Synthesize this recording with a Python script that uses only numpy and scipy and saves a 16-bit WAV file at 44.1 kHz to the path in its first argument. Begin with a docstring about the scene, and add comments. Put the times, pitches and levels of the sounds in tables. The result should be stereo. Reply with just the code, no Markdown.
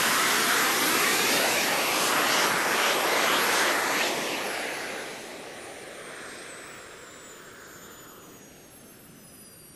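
"""On a grassy field, a stereo pair of microphones hears a trike with two small jet turbines roll away.
Close by at first, the exhausts roar, swelling briefly and coloured by moving echoes off the ground and
a parked car, while the two shafts whine at nearly one pitch. After four seconds it throttles back: the
roar sinks and the whines part as they spool down. Farther out it bears right and the whines' octaves
emerge, over the low rumble and faint hiss that lie on the field throughout."""
import sys
import numpy as np
from scipy import signal
from scipy.fft import rfft, irfft
from scipy.io import wavfile

SR = 44100
rng = np.random.default_rng(int(sys.argv[2]) if len(sys.argv) > 2 else 0)


def persist_wave(psi):
    """Save psi, clipped to +-1, as 16-bit WAV."""
    counts = np.round(np.clip(psi, -1, 1) * 32767).astype(np.int16)
    wavfile.write(sys.argv[1], SR, np.atleast_2d(counts).T)


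N = 429975
FRAME, HOP = 1024, 256
TIME = np.arange(N) / SR
FRAME_S = np.arange(N // HOP + 2) * HOP / SR
BIN_HZ = np.maximum(np.arange(FRAME // 2 + 1) * SR / FRAME, 1)
CUTOFF_HZ = 15600


def from_db(db):
    """Decibels to gain."""
    return 10 ** (np.asarray(db) / 20)


def in_time(rows, times):
    """The columns of a curve, read at the given times."""
    time_s, *columns = np.transpose(rows)
    return [np.interp(times, time_s, column) for column in columns]


def in_pitch(rows):
    """The columns of a spectrum, read at every frequency bin."""
    hz, *columns = np.transpose(rows)
    return [np.interp(np.log(BIN_HZ), np.log(hz), column)[:, None] for column in columns]


def octaves_from(centre_hz):
    """Distance of every frequency bin from a pitch."""
    return np.log2(BIN_HZ[:, None] / centre_hz)


def glide(start_s, end_s, first, last, fade_share=0.15):
    """A value slides from first to last as the trike passes a patch of ground; also its presence 0-1."""
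    progress = np.clip((FRAME_S - start_s) / (end_s - start_s), 0, 1)
    edge = np.minimum(np.minimum(progress, 1 - progress) / fade_share, 1)
    return first * (last / first) ** progress, np.sin(np.pi / 2 * edge)


# Phase by which the left microphone leads the right: pitch_hz, lead_rad
LEFT_LEAD = [(60, -0.78), (260, -0.75), (700, -0.62), (1640, -0.18), (4200, -0.51), (6500, 0.36),
             (9000, 0.99), (12000, -0.51)]

def stereo_noise(density, image):
    """Noise of the given amplitude per root Hz (bins x frames), placed between the microphones."""
    white = rng.standard_normal((2, (len(FRAME_S) - 1) * HOP)) * np.sqrt(SR / 2)
    common, apart = signal.stft(white, nperseg=FRAME, noverlap=FRAME - HOP)[2]
    pan_db, likeness = in_pitch(image)
    lead_rad, = in_pitch(LEFT_LEAD)
    common = common * np.sqrt((1 + likeness) / 2)
    apart = apart * np.sqrt((1 - likeness) / 2)
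    lean = from_db(pan_db / 2) * np.exp(.5j * lead_rad)
    pair = np.array([(common + apart) * lean, (common - apart) / lean]) * 2 / abs(lean + 1 / lean)
    return signal.istft(pair * density, nperseg=FRAME, noverlap=FRAME - HOP)[1][:, :N]


# Soft grass between trike and microphones:
# start_s, end_s, first_hz, last_hz, half_width_octaves, depth_db
GRASS_PATCHES = [(-.1, .53, 820, 840, .18, 4), (-.3, .89, 2390, 2600, .12, 2.5),
                 (.7, 1.61, 2880, 3340, .082, 4), (.15, 1.38, 560, 660, .22, 6),
                 (.85, 1.5, 850, 1080, .16, 4), (1.5, 2.15, 1200, 2250, .19, 7),
                 (2.1, 2.8, 2150, 2950, .13, 5), (4.05, 4.5, 1400, 1500, .25, 8),
                 (4.41, 6.1, 1260, 1420, .14, 5), (6, 7, 2900, 3000, .11, 3),
                 (4.3, 6.15, 1040, 950, .17, 7), (5.85, 7.9, 900, 730, .13, 6.5),
                 (7.55, 8.3, 3100, 2000, .2, 5), (8.05, 8.65, 2000, 1000, .3, 7),
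                 (8.35, 10.1, 1060, 820, .3, 7)]

def grass():
    """Each patch swallows a band that slides with the angle of the path to the microphones."""
    loss_db = 0
    for *path, width_octaves, depth_db in GRASS_PATCHES:
        centre_hz, presence = glide(*path)
        band = np.exp(-(octaves_from(centre_hz) / width_octaves) ** 2)
        loss_db = loss_db + depth_db * presence * band
    return from_db(-loss_db)


def reflection(lag_ms, strength, blur_hz, low_hz):
    """A late copy cuts a comb; long waves bend round the reflector and its unevenness blurs the top."""
    hz = BIN_HZ[:, None]
    turns = hz * lag_ms / 1000
    returned = strength / (1 + (hz / blur_hz) ** 2) / (1 + (low_hz / hz) ** 2)
    return abs(1 + returned * np.exp(-2j * np.pi * turns))


# Echo off a parked car: time_s, lag_ms, strength_ratio
PARKED_CAR = [(0, 4.8, .12), (.5, 4.3, .35), (.8, 3.5, .52), (1.1, 2.62, .55), (1.47, 2.02, .42),
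              (1.8, 1.1, .15), (2.2, .8, 0)]
# Hard ground that mirrors the jets: start_s, end_s, first_lag_ms, last_lag_ms, strength_ratio
HARD_GROUND = [(-2.25, 3.53, 0.98, 0.3, 0.17), (3, 5.9, 0.45, 0.48, 0.18), (5.5, 8.63, 0.51, 0.62, 0.52),
               (6.5, 10, 0.79, 0.61, 0.15)]

def echoes():
    """Car and ground echoes reach the microphones just behind the roar; their combs move as it rolls."""
    gain = reflection(*in_time(PARKED_CAR, FRAME_S), blur_hz=5000, low_hz=402)
    for *path, strength in HARD_GROUND:
        lag_ms, presence = glide(*path)
        gain = gain * reflection(lag_ms, strength * presence, blur_hz=4100, low_hz=60)
    return gain


# Brief swells and dips in sliding bands of the roar at the microphones, some broad, some narrow:
# peak_s, rise_s, centre_hz, half_width_octaves, lift_db, climb_octaves_per_rise
ROAR_SWELLS = [(.18, 0.16, 1190, 0.15, 4.5, 0.31), (.56, 0.14, 1580, .25, 3.5, 0.12),
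               (1.019, 0.091, 1220, 0.12, 8, .05), (1.09, 0.067, 1930, .12, 7, 0.0094),
               (1.28, 0.24, 2350, 0.19, 2, 0.088), (1.25, .35, 4050, .14, 2.5, 0.14),
               (1.47, 0.22, 700, 0.19, 6.5, 0.27), (1.61, 0.048, 2380, .15, 4, -0.048),
               (1.71, 0.06, 1820, .1, 11, 0.052), (1.63, 0.077, 5000, .8, 3.5, 0.0026),
               (1.92, 0.12, 2580, 0.15, 4, 0.043), (2.07, 0.12, 7150, 1.4, 5, .15),
               (2.18, 0.1, 1090, .6, 4.5, 0.41), (2.33, 0.06, 5200, .45, 3, 0.52),
               (2.43, 0.19, 5000, 1.06, 6.5, 0.12), (2.68, 0.12, 3600, 0.54, -1, 0.16),
               (2.9, .14, 3600, 1.1, 6, -0.062), (3.24, 0.084, 4530, 0.43, 6.5, 0.2),
               (3.36, 0.11, 3260, 0.3, 7.5, 0.17), (3.15, .15, 700, 0.28, 1.5, .35),
               (3.52, 0.32, 1350, 0.29, 2.5, .42), (3.6, 0.074, 6300, 0.69, 5.5, .15),
               (3.7, 0.067, 3290, 0.78, 6.5, 0), (3.87, 0.27, 2800, 0.31, -6.5, 0.14),
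               (4.01, 0.041, 2600, .25, 6, 0.1), (4.07, 0.11, 4400, 0.94, 6.5, 0.44),
               (4.35, 0.059, 2650, 0.12, 7, -0.19), (4.68, 0.19, 2270, .44, 4, 0),
               (5.78, .2, 690, 0.14, 3.5, 0), (6.4, .22, 5600, 0.67, 3, -0.008),
               (6.72, 0.53, 2500, .14, 5.5, 0.07), (7.65, 0.36, 1580, 0.18, 4.5, -.08),
               (7.97, 0.14, 3400, 0.55, 5, -.05), (8.2, 0.34, 1230, 0.17, 2.5, -0.097),
               (9.6, .7, 2780, 0.13, 5, 0.036)]

def swells(fall_share=0.35):
    """A sliding band of the roar swells or dips, then returns more quickly (dB, bins x frames)."""
    total_db = 0
    for peak_s, rise_s, centre_hz, width_octaves, lift_db, climb in ROAR_SWELLS:
        age = (FRAME_S - peak_s) / rise_s
        swell = np.exp(-np.where(age < 0, age, age / fall_share) ** 2)
        offset_octaves = octaves_from(centre_hz) - climb * np.clip(age, -2, 2)
        total_db = total_db + lift_db * swell * np.exp(-(offset_octaves / width_octaves) ** 2)
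    return total_db


# How much the air over the field swirls the roar: time_s, depth_db
SWIRL_DEPTH = [(0, 1.5), (2.3, 1.8), (5, 2), (9.75, 1.1)]

def swirl(rate_hz=11, climb_s=0.047, bands=36):
    """Moving air focuses and thins the roar in patches that climb in pitch (dB, bins x frames)."""
    log_pitches = np.linspace(np.log(300), np.log(CUTOFF_HZ), bands)
    moments_s = np.arange(400) / rate_hz - 1
    patches = rng.standard_normal((bands, len(moments_s)))
    delays_s = climb_s * (log_pitches - log_pitches[0])
    over_time = np.array([np.interp(FRAME_S - s, moments_s, row) for s, row in zip(delays_s, patches)])
    over_pitch = np.array([np.interp(np.log(BIN_HZ), log_pitches, row) for row in np.eye(bands)])
    depth_db, = in_time(SWIRL_DEPTH, FRAME_S)
    return depth_db * (over_pitch.T @ over_time)


# Low roar at the left microphone: time_s, gain_db
LEFT_BASS = [(3, -1.5), (4, 0), (5.3, -6), (9.75, -5.5)]

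def low_lean(below_hz=700):
    """Farther out the low roar leans to the right (gain, microphones x bins x frames)."""
    lean_db, = in_time(LEFT_BASS, FRAME_S)
    left = from_db(lean_db / (1 + (BIN_HZ[:, None] / below_hz) ** 4))
    return np.array([left, np.ones_like(left)])


# Colour of the jets: pitch_hz, relative_density_db
JET_COLOUR = [(30.0, -48), (80.0, -25.5), (130.0, -17), (190.0, -9), (330.0, -2), (500.0, -1),
              (850.0, -0.5), (1300.0, 0), (1800.0, -2), (2500.0, -3.5), (3100.0, -5.5), (4300.0, -9),
              (6500.0, -11), (9700.0, -15.5), (11600.0, -16), (13500.0, -23.5), (15500.0, -40)]
# Rumble, roar, rush and hiss, from large eddies to small: low_hz, high_hz
EDDY_RANGES = [(80, 250), (250, 800), (1000, 2400), (2800, 4500)]
# Each range as the trike recedes, before swells, swirl, treble tilt and trim: time_s, level_db
RUMBLE_LEVEL = [(0, -41.5), (1.8, -41.5), (4.3, -48.5), (5.4, -55.5), (7.3, -70), (8.5, -58), (9.75, -52)]
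ROAR_LEVEL = [(0, -36), (1.3, -31.5), (2.1, -33.5), (3.1, -30.5), (4.1, -33.5), (5.2, -39.5), (5.9, -42),
              (7.1, -48.5), (8.3, -51.5), (9.75, -60)]
RUSH_LEVEL = [(0, -26.5), (.6, -28), (1.15, -30), (1.6, -30.5), (1.9, -31.5), (2.15, -30.5), (2.35, -27),
              (2.8, -28.5), (3, -31), (3.2, -28.2), (3.5, -28), (3.72, -26), (3.85, -29.5), (4.03, -31.5),
              (4.13, -36), (4.6, -36), (5, -40), (5.25, -48), (5.9, -48), (6.15, -44), (6.55, -46.5),
              (7.15, -52.5), (8.05, -53), (8.45, -60.5), (9.75, -64.5)]
HISS_LEVEL = [(0, -32.5), (1.3, -33), (1.8, -36), (2.6, -38.5), (3.05, -38), (3.5, -36), (3.9, -38.5),
              (4.25, -40.5), (4.5, -43.5), (4.8, -46), (5.5, -54), (6.5, -54.5), (8.4, -64.5), (9.75, -72)]
# The jets between the microphones: pitch_hz, left_over_right_db, likeness_ratio
JET_STEREO = [(60, -7, 0.2), (120, -5.5, 0.17), (300, -3, 0.91), (700, -2.5, 1), (1300, -5, 0.87),
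              (2380, -4.5, 0.9), (4940, -9.5, 0.79), (7600, -10, 0.64), (9700, -1.5, 0.5),
              (14000, -8.5, 0.8)]

def exhaust(air_knee_hz=4370):
    """Jet mixing noise: each range of eddy sizes has its own strength; the path combs and swirls it."""
    colour = from_db(in_pitch(JET_COLOUR)[0]) * grass() * echoes()
    tilt_db_per_octave = 2 - 0.48 * FRAME_S   # the air dulls the top with distance
    gain_db = swells() + tilt_db_per_octave * np.maximum(octaves_from(air_knee_hz), 0)
    log_centres = np.log(EDDY_RANGES).mean(axis=1)
    levels = [RUMBLE_LEVEL, ROAR_LEVEL, RUSH_LEVEL, HISS_LEVEL]
    for (low_hz, high_hz), curve, this_range in zip(EDDY_RANGES, levels, np.eye(len(levels))):
        level_db, = in_time(curve, FRAME_S)
        power = (colour[(BIN_HZ >= low_hz) & (BIN_HZ < high_hz)] ** 2).sum(axis=0) * SR / FRAME
        share = np.interp(np.log(BIN_HZ), log_centres, this_range)[:, None]
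        gain_db = gain_db + share * (level_db - 10 * np.log10(power))
    return stereo_noise(colour * from_db(gain_db + swirl()) * low_lean(), JET_STEREO)


def drift(rate_hz, count=8192):
    """A smooth random curve of spread 1 that changes about rate_hz times a second."""
    hz = np.arange(count // 2 + 1) * SR / N
    slow = irfft(rfft(rng.standard_normal(count)) / (1 + (hz / rate_hz) ** 2), count)
    return np.interp(TIME, np.linspace(0, N / SR, count), slow / slow.std())


def whine(speed, levels, pan_db, wander_hz, flutter_hz, apart, scatter=0.3):
    """A shaft's tone and octave; the air scatters both, so they flutter apart at the two microphones."""
    shaft_hz, = in_time(speed, TIME)
    phase = 2 * np.pi * np.cumsum(shaft_hz + wander_hz * drift(5.67)) / SR
    pair = np.zeros((2, N))
    for harmonic, curve in enumerate(levels, 1):
        level_db, = in_time(curve, TIME)
        shared = 1 + scatter * (drift(flutter_hz) + 1j * drift(flutter_hz))
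        fading = shared + apart * np.array([drift(flutter_hz), drift(flutter_hz)])
        rms = np.sqrt(np.mean(abs(fading) ** 2) / 2)
        tone = np.real(fading * np.exp(1j * harmonic * phase)) / rms
        pair += tone * from_db(level_db) * (harmonic * shaft_hz < SR / 2)
    return pair * from_db([[pan_db / 2], [-pan_db / 2]])


# Speed of each shaft: time_s, pitch_hz
SHAFT_A = [(0, 11365), (.55, 11420), (2.2, 11425), (3.1, 11395), (4.25, 11380), (4.4, 11270), (4.55, 11120),
           (4.8, 10630), (5.25, 9760), (5.5, 9370), (6, 8780), (6.4, 8200), (7, 7395), (7.28, 7096),
           (7.55, 6850), (8, 6350), (8.45, 5840), (9, 5300), (9.5, 4835), (9.75, 4620)]
SHAFT_B = [(0, 11380), (.6, 11600), (1.7, 11610), (3.5, 11590), (4.1, 11600), (4.35, 11390), (4.55, 11140),
           (5, 10370), (5.5, 9600), (6, 9020), (6.4, 8570), (7, 8000), (7.75, 7170), (8, 6962), (9, 6222),
           (9.75, 5680)]
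# Each shaft's tone, swelling and fading across the field, before trim and pan: time_s, level_db
TONE_A = [(0, -46), (.15, -54), (.5, -39), (1.55, -42), (1.7, -47), (2.1, -42), (2.65, -51), (3.05, -41.5),
          (3.34, -45), (3.55, -56), (3.9, -48), (4.35, -55), (4.54, -53), (4.95, -57), (5.5, -61),
          (5.7, -55), (6.2, -56), (6.55, -52.5), (6.95, -61), (7.33, -53), (7.48, -68), (7.66, -57),
          (8.05, -68), (8.33, -61), (8.62, -70), (9.12, -72), (9.53, -59), (9.75, -68)]
TONE_B = [(0, -49), (.2, -56), (.65, -46), (1.4, -48), (1.7, -49), (2, -48), (2.25, -41), (2.5, -51),
          (3.35, -50), (3.44, -38), (3.65, -49), (4.35, -58), (4.54, -45), (4.66, -58), (5.5, -64),
          (5.9, -59), (6.3, -54), (6.65, -54), (6.8, -65), (7.2, -55), (7.55, -61), (7.98, -51), (8.3, -59),
          (8.8, -63), (9.1, -67), (9.75, -68)]
# Their octaves, which emerge as the pitch sinks, before trim and pan: time_s, level_db
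OVERTONE_A = [(6.65, -62), (6.8, -70), (7.21, -71), (7.3, -64), (7.5, -69), (7.76, -60), (7.9, -66),
              (8.14, -58), (8.38, -75), (8.74, -59), (9, -62.5), (9.47, -55.5), (9.75, -57)]
OVERTONE_B = [(7.11, -63), (7.25, -70), (7.5, -69), (7.61, -62), (7.75, -71), (7.85, -55), (7.99, -62),
              (8.17, -58), (8.55, -68), (8.96, -58), (9.22, -62), (9.35, -57), (9.75, -57)]

def turbines():
    """Two shafts, right of centre, hold full speed and then coast down at their own rates."""
    first = whine(SHAFT_A, [TONE_A, OVERTONE_A], pan_db=-6, wander_hz=4.1, flutter_hz=21, apart=0.47)
    second = whine(SHAFT_B, [TONE_B, OVERTONE_B], pan_db=-8.5, wander_hz=5.8, flutter_hz=15, apart=0.54)
    return first + from_db(-1.4) * second


# Background of the open field: pitch_hz, density_db
FIELD_COLOUR = [(30, -90), (80, -84), (170, -78.5), (300, -88), (500, -101), (900, -101), (1500, -101),
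                (4000, -102), (6500, -102), (8500, -94), (11000, -101), (13000, -108), (15000, -119)]
# The field between the microphones: pitch_hz, left_over_right_db, likeness_ratio
FIELD_STEREO = [(60, -7, 0.63), (171, -19, 0.9), (600, -25, 0.4), (1500, 8, 0.26), (4400, -8, 0.39),
                (8000, -7, 0.38), (14000, 1, 0.37)]

def field():
    """A steady low rumble and faint hiss around the microphones."""
    return stereo_noise(from_db(in_pitch(FIELD_COLOUR)[0]), FIELD_STEREO)


# The trike bears right, seen from the microphones: time_s, left_over_right_db
TRIKE_BEARING = [(0, 1.2), (4, 0), (5.5, 0), (8, -2), (9.75, -4.5)]

def scene():
    """Roar and whines move off together over the sound of the field."""
    trike = turbines() + from_db(0.68) * exhaust()
    bearing_db, = in_time(TRIKE_BEARING, TIME)
    return trike * from_db([bearing_db / 2, -bearing_db / 2]) + field()


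def record(dry):
    """Both microphone channels are cut steeply at the top."""
    return signal.sosfilt(signal.ellip(12, .1, 90, CUTOFF_HZ, fs=SR, output="sos"), dry)


dry = scene()
out = record(dry)
persist_wave(out)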